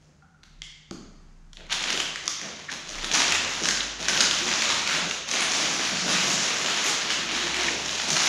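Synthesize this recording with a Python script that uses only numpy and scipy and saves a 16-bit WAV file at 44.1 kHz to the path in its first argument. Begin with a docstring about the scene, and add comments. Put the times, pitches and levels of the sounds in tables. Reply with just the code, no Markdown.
"""A large, echoing workshop: masking paper and tape come off a painted car part, heard in mono.
Room air, a wavering hum and a faint drone lie behind it all; the drone sinks, then mostly glides upward.
First fingers click on the tape and a hand knocks the hollow part once.
Then tugs make the stiff sheet crackle, snap and flap as many tiny ringing buckles over low noise, and tape chirps.
As the worker moves off, the direct sound falls against the hall's echo, then partly recovers."""
import sys
import numpy as np
from scipy import signal
from scipy.fft import rfft, irfft, next_fast_len
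from scipy.io import wavfile
from scipy.ndimage import map_coordinates

SR = 44100
rng = np.random.default_rng(int(sys.argv[2]) if len(sys.argv) > 2 else 0)


def bounce(signal):
    """Save signal as a 16-bit WAV file at the path given by the first command-line argument."""
    frames = np.transpose(np.atleast_2d(signal))
    limited = np.clip(frames, -1, 1)
    pcm = np.round(limited * 32767).astype(np.int16)
    wavfile.write(sys.argv[1], SR, pcm)


N = 365148  # length in samples


def amp(db):
    """Decibels to gain."""
    return 10 ** (np.asarray(db) / 20)


def unit(x):
    """Scale to rms 1."""
    return x / np.sqrt(np.mean(x ** 2) + 1e-20)


def along(points, hz):
    """Read (f/Hz, value) points on a log frequency axis."""
    f, v = np.transpose(points)
    return np.interp(np.log(hz + 1), np.log(f), v)


def curves(rows):
    """Interpolate each column after t/s to one value per sample."""
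    s, *columns = np.transpose(rows)
    now = np.arange(N) / SR
    return [np.interp(now, s, column) for column in columns]


def wobble(rate):
    """A smooth random curve with rate knots a second."""
    knots = rng.standard_normal(4096)
    return map_coordinates(knots, [np.arange(N) * rate / SR], order=2, mode="wrap")


def colour(x, spectrum, size=4096):
    """Causal minimum-phase filter with the given spectrum, so that attacks stay sharp."""
    log_gain = np.log(amp(along(spectrum, np.fft.rfftfreq(size, 1 / SR))))
    cepstrum = irfft(log_gain)
    # folding the cepstrum onto positive time makes the filter causal
    cepstrum[1:size // 2] *= 2
    cepstrum[size // 2 + 1:] = 0
    impulse = irfft(np.exp(rfft(cepstrum)))
    return signal.oaconvolve(x, impulse)[:len(x)]


def add(track, s, sound):
    """Mix a sound into the track at time s."""
    part = track[max(round(s * SR), 0):][:len(sound)]
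    part += sound[:len(part)]


def creases(count, spread_db, life, top_hz, size=96):
    """A stream of tiny buckles of unequal strength, each a brief ring (decay life in s) at its own pitch."""
    when, pitch, phase = rng.random((count, 3)).T[:, :, None]
    strength = amp(spread_db * np.minimum(rng.standard_normal((count, 1)), 2.5))
    t = np.arange(size) / SR
    rings = strength * np.exp(-t / life) * np.cos(2 * np.pi * (top_hz * pitch * t + phase))
    places = (when * N).astype(int) + np.arange(size)
    return unit(np.bincount(places.ravel(), rings.ravel(), N)[:N])


def avalanches(count, spread_db, t60, size=1024):
    """One buckle sets off its neighbours: sudden bursts of activity that die within milliseconds."""
    strength = amp(spread_db * np.minimum(rng.standard_normal(count), 2.3))
    kicks = np.bincount(rng.integers(0, N, count), strength ** 2, N)
    decay = amp(-60 * np.arange(size) / SR / t60) ** 2
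    energy = signal.oaconvolve(kicks, decay)[:N]
    return unit(np.sqrt(np.abs(energy)))


# Spectra of the sheet's wide folds, fine folds, adhesive ticks and flapping: f/Hz, relative level/dB per Hz
CRINKLE_SPECTRUM = [(400, -30), (650, -10), (900, -5), (1400, -2.5), (2000, -2), (2900, -1), (3800, -2.5),
                    (4600, -7.5), (6000, -27), (9000, -65)]
CRISP_SPECTRUM = [(2500, -52), (3800, -6.5), (4600, -2.5), (5600, 1.5), (6900, -0.5), (7500, -12.5),
                  (8200, -18), (9800, -16), (11300, -43.5), (13000, -28.5), (15000, -51), (15800, -30)]
GLUE_SPECTRUM = [(1000, -27), (2500, -12), (4000, -9), (6900, 14), (8200, -7), (9800, -18), (11500, -8.5),
                 (15000, -27), (15800, -30)]
FLAP_SPECTRUM = [(30, -31), (70, -32), (95, -8), (125, -24), (150, -0.5), (182, 3.5), (220, 1.5), (350, 1),
                 (480, -2), (650, 0.5), (900, -7.5), (1500, -52)]


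def paper():
    """Small creases crackle in bursts and glue ticks loose while the whole sheet flaps underneath."""
    crinkle_gain, crisp_gain, flap_gain = effort()
    bursts = avalanches(count=4500, spread_db=4.2, t60=.013)
    wide_folds = creases(count=22000, spread_db=0.0, life=0.0001, top_hz=7100)
    fine_folds = creases(count=24000, spread_db=2.4, life=0.00014, top_hz=14700)
    # the sheet catches and gives as it moves, so the crackle comes in uneven clumps
    catches = amp(1.3 * wobble(26) - .2)
    crisp_flicker = amp(1.5 * wobble(32) - 0.82)
    crinkle = unit(colour(wide_folds * bursts, CRINKLE_SPECTRUM)) * catches
    crisp = unit(colour(fine_folds * bursts, CRISP_SPECTRUM)) * catches * crisp_flicker
    # a taut, crisp sheet also pulls hardest on the glue
    loosened = creases(count=330, spread_db=5.5, life=.00008, top_hz=13600)
    ticks = amp(-13) * unit(colour(loosened, GLUE_SPECTRUM))
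    flutter = rng.standard_normal(N) * avalanches(count=1100, spread_db=4.0, t60=0.24)
    flap = unit(colour(flutter, FLAP_SPECTRUM))
    return crinkle_gain * crinkle + crisp_gain * (crisp + ticks) + flap_gain * flap


# A tug jerks the sheet taut, slackens as the paper yields, then lets go
ATTACK_S, JERK_DB, JERK_S = .022, 4, 0.021
SAG_DB_PER_S, RELEASE_DB_PER_S = 3, 230
# From LIFTED_S on the hanging sheet keeps stirring; crisp treble and flapping are relative to its crinkle
LIFTED_S, STIR_DB, STIR_CRISP_DB, STIR_FLAP_DB = 1.72, -47, -5, -8
# Each tug or squeeze of the sheet, before the jerk, sag and release:
# start t/s, length t/s, crinkle level/dB, crisp treble level/dB and flapping level/dB relative to crinkle
TUGS = [(0.0, 0.1, -73, 3.5, 7), (1.566, .04, -48.5, -25, -2.5), (1.69, .03, -33.5, -8, -13),
        (1.709, 0.022, -30, -1, -11), (1.792, 0.19, -30.5, -3, -10.5), (2.217, 0.063, -50.5, 9, 2),
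        (2.41, 0.081, -40, -4.5, -8.5), (2.693, .04, -35, -2.5, -10.5), (2.867, 0.17, -39.5, -1, -11),
        (3.002, 0.2, -37.5, 0.5, -2.5), (3.117, .035, -22, 0, -11), (3.185, 0.2, -29, -3.5, -11),
        (3.414, 0.24, -35, -1.5, -10.5), (3.6, 0.054, -30, 2.5, -4.5), (3.745, 0.069, -33, -4, -11.5),
        (3.976, 0.059, -38.5, -1.5, -6), (4.02, 0.032, -31.5, -2, -10), (4.073, 0.12, -26.5, 0, -9),
        (4.186, 0.015, -30, 7, 0), (4.339, 0.17, -32, 0, -10), (4.46, 0.21, -28, -3.5, -10.5),
        (4.68, 0.04, -25, -2.5, -13), (4.76, 0.083, -33, -3, -11), (4.861, 0.06, -26.5, -4.5, -10.5),
        (4.921, 0.065, -27.5, -3, -9), (5.015, 0.053, -37.5, 5, -2), (5.11, 0.088, -45.5, 2.5, -8),
        (5.27, 0.026, -29.5, -1, -14), (5.306, 0.17, -27.5, -1.5, -12), (5.492, 0.52, -28.5, -0.5, -9.5),
        (6.025, 0.29, -25, -1, -9.5), (6.366, 0.29, -28, -2.5, -10.5), (6.635, 0.25, -27, -2.5, -13),
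        (6.828, 0.05, -25, 1, -11.5), (6.958, 0.13, -29, -6, -11.5), (7.08, 0.025, -30, 2.5, -12),
        (7.163, 0.093, -32, -7, -7.5), (7.274, 0.21, -27.5, -6, -9.5), (7.535, .18, -29, -2, -9.5),
        (7.77, .28, -30, -2.5, -11), (8.067, 0.039, -25.5, 2.5, -7.5), (8.107, .18, -24.5, -1, -14)]


def effort():
    """Gains of crinkle, crisp treble and flapping: the tugs add their energy to that of the stirring sheet."""
    now = np.arange(N) / SR

    def layers(db, crisp_db, flap_db):
        """Energies of the three layers, one row each."""
        return amp(db + np.array([[0], [crisp_db], [flap_db]])) ** 2

    energy = layers(STIR_DB, STIR_CRISP_DB, STIR_FLAP_DB) * (now > LIFTED_S)
    for s, length, db, crisp_db, flap_db in TUGS:
        start = max(round(s * SR), 0)
        t = now[:min(SR, N - start)]
        jerk_db = JERK_DB * np.exp(-t / JERK_S)
        release_db = RELEASE_DB_PER_S * np.maximum(t - length, 0)
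        pull = np.minimum(t / ATTACK_S, 1) * amp(jerk_db - SAG_DB_PER_S * t - release_db)
        energy[:, start:start + len(t)] += layers(db, crisp_db, flap_db) * pull ** 2
    return np.sqrt(energy)


# What a sharp snap keeps at the microphone: f/Hz, level/dB
SHARP_SPECTRUM = [(100, -41), (600, -13), (1100, 5.5), (2000, 8.5), (6900, 6.5), (8200, -9.5),
                  (9800, -11.5), (11300, -20.5), (15500, -31)]


def snap(hz, t60, crack, crack_t60, size=4096):
    """A patch of stiff sheet pops: a short ring and a broad crack, peak 1."""
    t = np.arange(size) / SR
    ring = np.sin(2 * np.pi * hz * t) * amp(-60 * t / t60)
    noise = np.sign(rng.standard_normal(size)) * amp(-60 * t / crack_t60)
    pop = colour(ring + crack * noise, SHARP_SPECTRUM)
    return pop / np.abs(pop).max()


# Single creases that snap through: t/s, peak level/dB before the common lift in snaps(), f/Hz
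SNAPS = [(1.5316, -35, 3240), (1.5702, -31.5, 3730), (1.6664, -38, 2050), (1.7265, -12, 3750),
         (1.7302, -21, 2790), (1.7404, -18, 3650), (1.9036, -12.5, 2730), (1.9755, -14.5, 2900),
         (2.0012, -14, 3080), (2.1585, -19.5, 1970), (2.3183, -25, 3760), (2.4146, -22.5, 1850),
         (2.7158, -25, 2380), (3.0442, -15.5, 3700), (3.115, -11, 3400), (3.3222, -8.5, 2670),
         (3.355, -11.5, 2740), (3.6556, -12, 5070), (3.6872, -6.5, 6200), (4.0843, -7.5, 6040),
         (4.2057, -4.5, 5900), (4.2127, -7, 6560), (4.3109, -11, 3200), (4.6209, -9.5, 2300),
         (4.8748, -7.5, 2280), (5.1107, -11.5, 3030), (5.3132, -10, 6240), (5.3374, -13, 2330),
         (5.4247, -11.5, 2910), (6.6613, -7.5, 3030), (7.1033, -8.5, 2930), (7.5438, -10.5, 2220)]


def snaps():
    """Large folds give way and bits of tape let go, each as a ring with a crack."""
    out = np.zeros(N)
    for s, db, hz in SNAPS:
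        pop = snap(hz, t60=.005, crack=.85, crack_t60=.02)
        add(out, s, amp(db + 4.2) * pop)
    return out


def swells(rows, width):
    """Brief narrow resonances that swell and fade around their time; width is a share of the pitch."""
    out = np.zeros(N)
    for s, half, hz, db in rows:
        bell = np.exp(-((np.fft.rfftfreq(SR, 1 / SR) / hz - 1) / width) ** 2)
        noise = irfft(rfft(rng.standard_normal(SR)) * bell)
        band = unit(noise[:int(2 * half * SR)])
        add(out, s - half, amp(db) * np.hanning(len(band)) * band)
    return out


# Tape chirps: middle t/s, half length t/s, f/Hz, rms level/dB before the fade in and out
CHIRPS = [(2.693, .012, 1750, -31), (3.8075, .0035, 3200, -17), (5.113, .003, 2750, -20),
          (7.686, .009, 2200, -22)]


def tape_chirps():
    """Tape sticks and slips: very short swells of fairly wide resonant noise."""
    return swells(CHIRPS, width=0.33)


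# Bulges of the slack sheet: middle t/s, half length t/s, f/Hz, rms level/dB before the fade in and out
BULGES = [(3.4, 0.29, 83, -49), (4.45, .25, 354, -44.5), (4.78, .1, 97, -49), (5.02, 0.15, 169, -42),
          (6.2, 0.41, 183, -41.5), (7.55, .35, 353.4, -40), (8.16, 0.092, 162, -42.5)]


def sheet_bulges():
    """The slack sheet bulges and drums: low swells of narrow resonant noise."""
    return swells(BULGES, width=0.083)


# Fingers and tape on the panel, except the row at 0.6285 s, an early echo of the click just before it: t/s,
# peak level/dB, f/Hz, ring t60 t/s, crack share
CLICKS = [(.223, -47, 1400, 0.065, .15), (.226, -51, 780, 0.16, 0.17), (.345, -51, 1420, 0.056, .15),
          (.433, -36, 3500, 0.00091, 1.4), (.437, -34, 700, 0.004, 0.51), (0.6195, -22, 3280, 0.01, 0.087),
          (0.6184, -33.5, 2100, 0.037, .03), (.6198, -18.5, 6700, 0.00047, 0.088),
          (.6285, -30, 3400, .005, .1), (0.9104, -23.5, 6850, 0.0042, 2.7),
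          (2.2787, -5, 5830, 0.0025, 0.44), (2.279, -38, 1880, 0.0058, 0.33),
          (3.709, -4, 4570, 0.0016, .08), (5.408, -6, 9550, .003, 0.17)]


def clicks():
    """Fingers pick at the tape and its edges tick off the paint, as short rings and cracks; the one at 0.6285 s
    is an early echo of the click just before it."""
    out = np.zeros(N)
    for s, db, hz, t60, crack in CLICKS:
        add(out, s, amp(db) * snap(hz, t60, crack, crack_t60=.011))
    return out


# Modes of the hollow part's body: f/Hz, relative level/dB, t60 t/s
BODY = [(97, -32, .15), (203, -8.5, 0.2), (252, 2, 0.032), (335, -4.5, 0.097), (436, -22, 0.037),
        (585, -4.5, 0.027), (780, -7.5, 0.027), (1320, 13, 0.0035)]
# A hand bumps the hollow part: t/s, level/dB before the lift in knocks()
KNOCKS = [(0.9113, -28.5)]


def knocks():
    """A hand sets the body's modes ringing; the soft palm rounds off their attack."""
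    out, t = np.zeros(N), np.arange(SR // 3) / SR
    thud = sum(amp(db - 60 * t / t60) * np.sin(2 * np.pi * hz * t) for hz, db, t60 in BODY)
    soft_palm = 1 - np.exp(-t / 0.00095)
    for s, db in KNOCKS:
        add(out, s, amp(db + 3.0) * thud * soft_palm)
    return out


# Reverberation of the hall: f/Hz, t60 t/s
HALL = [(100, 0.87), (300, 0.77), (1000, 1), (2800, 1), (6500, .82), (10000, 0.43), (15000, 0.37)]


def workshop(x, delay=.014, blur=.055, size=1024):
    """Diffuse echo of the hall: each band stores the sound's energy and loses it at its own speed."""
    hop = size // 4
    frames = dict(fs=SR, nperseg=size, noverlap=size - hop)
    hz, _, z = signal.stft(x, **frames)
    # the hall gathers sound sent in all directions, which evens out neighbouring bands
    neighbours = np.exp(-(np.log((hz[:, None] + 1) / (hz + 1)) / blur) ** 2)
    fed = neighbours @ np.abs(z) ** 2 / neighbours.sum(axis=1)[:, None]
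    # share of its energy that each band keeps per hop
    keep = amp(-60 * hop / SR / along(HALL, hz)) ** 2
    stored = np.array([signal.lfilter([1 - k], [1, -k], band) for k, band in zip(keep, fed)])
    diffuse = signal.stft(rng.standard_normal(N), **frames)[2]
    echo = signal.istft(np.sqrt(stored) * diffuse / diffuse.std(), **frames)[1]
    return np.pad(echo, (round(delay * SR), 0))[:N]


# Room air: f/Hz, relative level/dB per Hz
AIR_SPECTRUM = [(20, -27), (75, 8.5), (110, -4), (160, 6), (260, -5.5), (500, -14.5), (1500, -15),
                (3500, -24.5), (6700, -22), (8200, -31), (10000, -38), (12000, -47), (16000, -52)]
# The low drone: t/s, f/Hz, rms level/dB
DRONE = [(0.0, 34.6, -67), (0.25, 34.6, -81), (0.6, 33.3, -48), (0.85, 31.7, -68), (1.04, 30.1, -51),
         (1.64, 28.6, -48), (2.14, 25.8, -58), (2.6, 27.4, -95), (3.0, 29, -39), (3.18, 30.4, -54),
         (3.53, 43.6, -57), (3.81, 49, -49), (4.61, 56.4, -57), (6.76, 52.6, -69), (7.59, 62.7, -49.5),
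         (8.28, 77.8, -62)]


def background():
    """Room air as drifting noise, a hum wavering in level and phase, and the gliding low sine drone."""
    air_drift, hum_drift = amp(1.2 * wobble(5)), amp(2.5 * wobble(7))
    air = amp(-60.0) * unit(colour(rng.standard_normal(N), AIR_SPECTRUM)) * air_drift
    hum_phase = 2 * np.pi * 151 * np.arange(N) / SR + 0.7 * wobble(9.9)
    hum = amp(-63) * hum_drift * unit(np.sin(hum_phase))
    hz, db = curves(DRONE)
    drone = amp(db) * unit(np.sin(2 * np.pi * np.cumsum(hz) / SR))
    return air + hum + drone


CHIRP_ROOM_DB = -4  # the chirps excite the hall less than the big sheet does
# Direct sound at the microphone as the worker moves off and shields the sheet: t/s, level/dB
DIRECT = [(0, -2), (2.3, -1.5), (5.3, -5), (6, -8.5), (8.28, -4)]


def scene():
    """Paper, tape and panel, heard directly and through the hall, the same in both channels."""
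    work = paper() + snaps() + clicks() + knocks()
    chirps = tape_chirps()
    direct_db, = curves(DIRECT)
    direct = amp(direct_db) * work + chirps
    echo = amp(-1.05) * workshop(work + amp(CHIRP_ROOM_DB) * chirps)
    mono = direct + echo + sheet_bulges() + background()
    return np.array([mono, mono])


TOP_HZ = 15700  # the camera's band limit


def record(dry):
    """The camera's microphone passes nothing at or above its band limit."""
    m = next_fast_len(N + 8192)
    passed = np.fft.rfftfreq(m, 1 / SR) < TOP_HZ
    return irfft(rfft(dry, m) * passed, m)[:, :N]


dry = scene()
out = record(dry)
bounce(out)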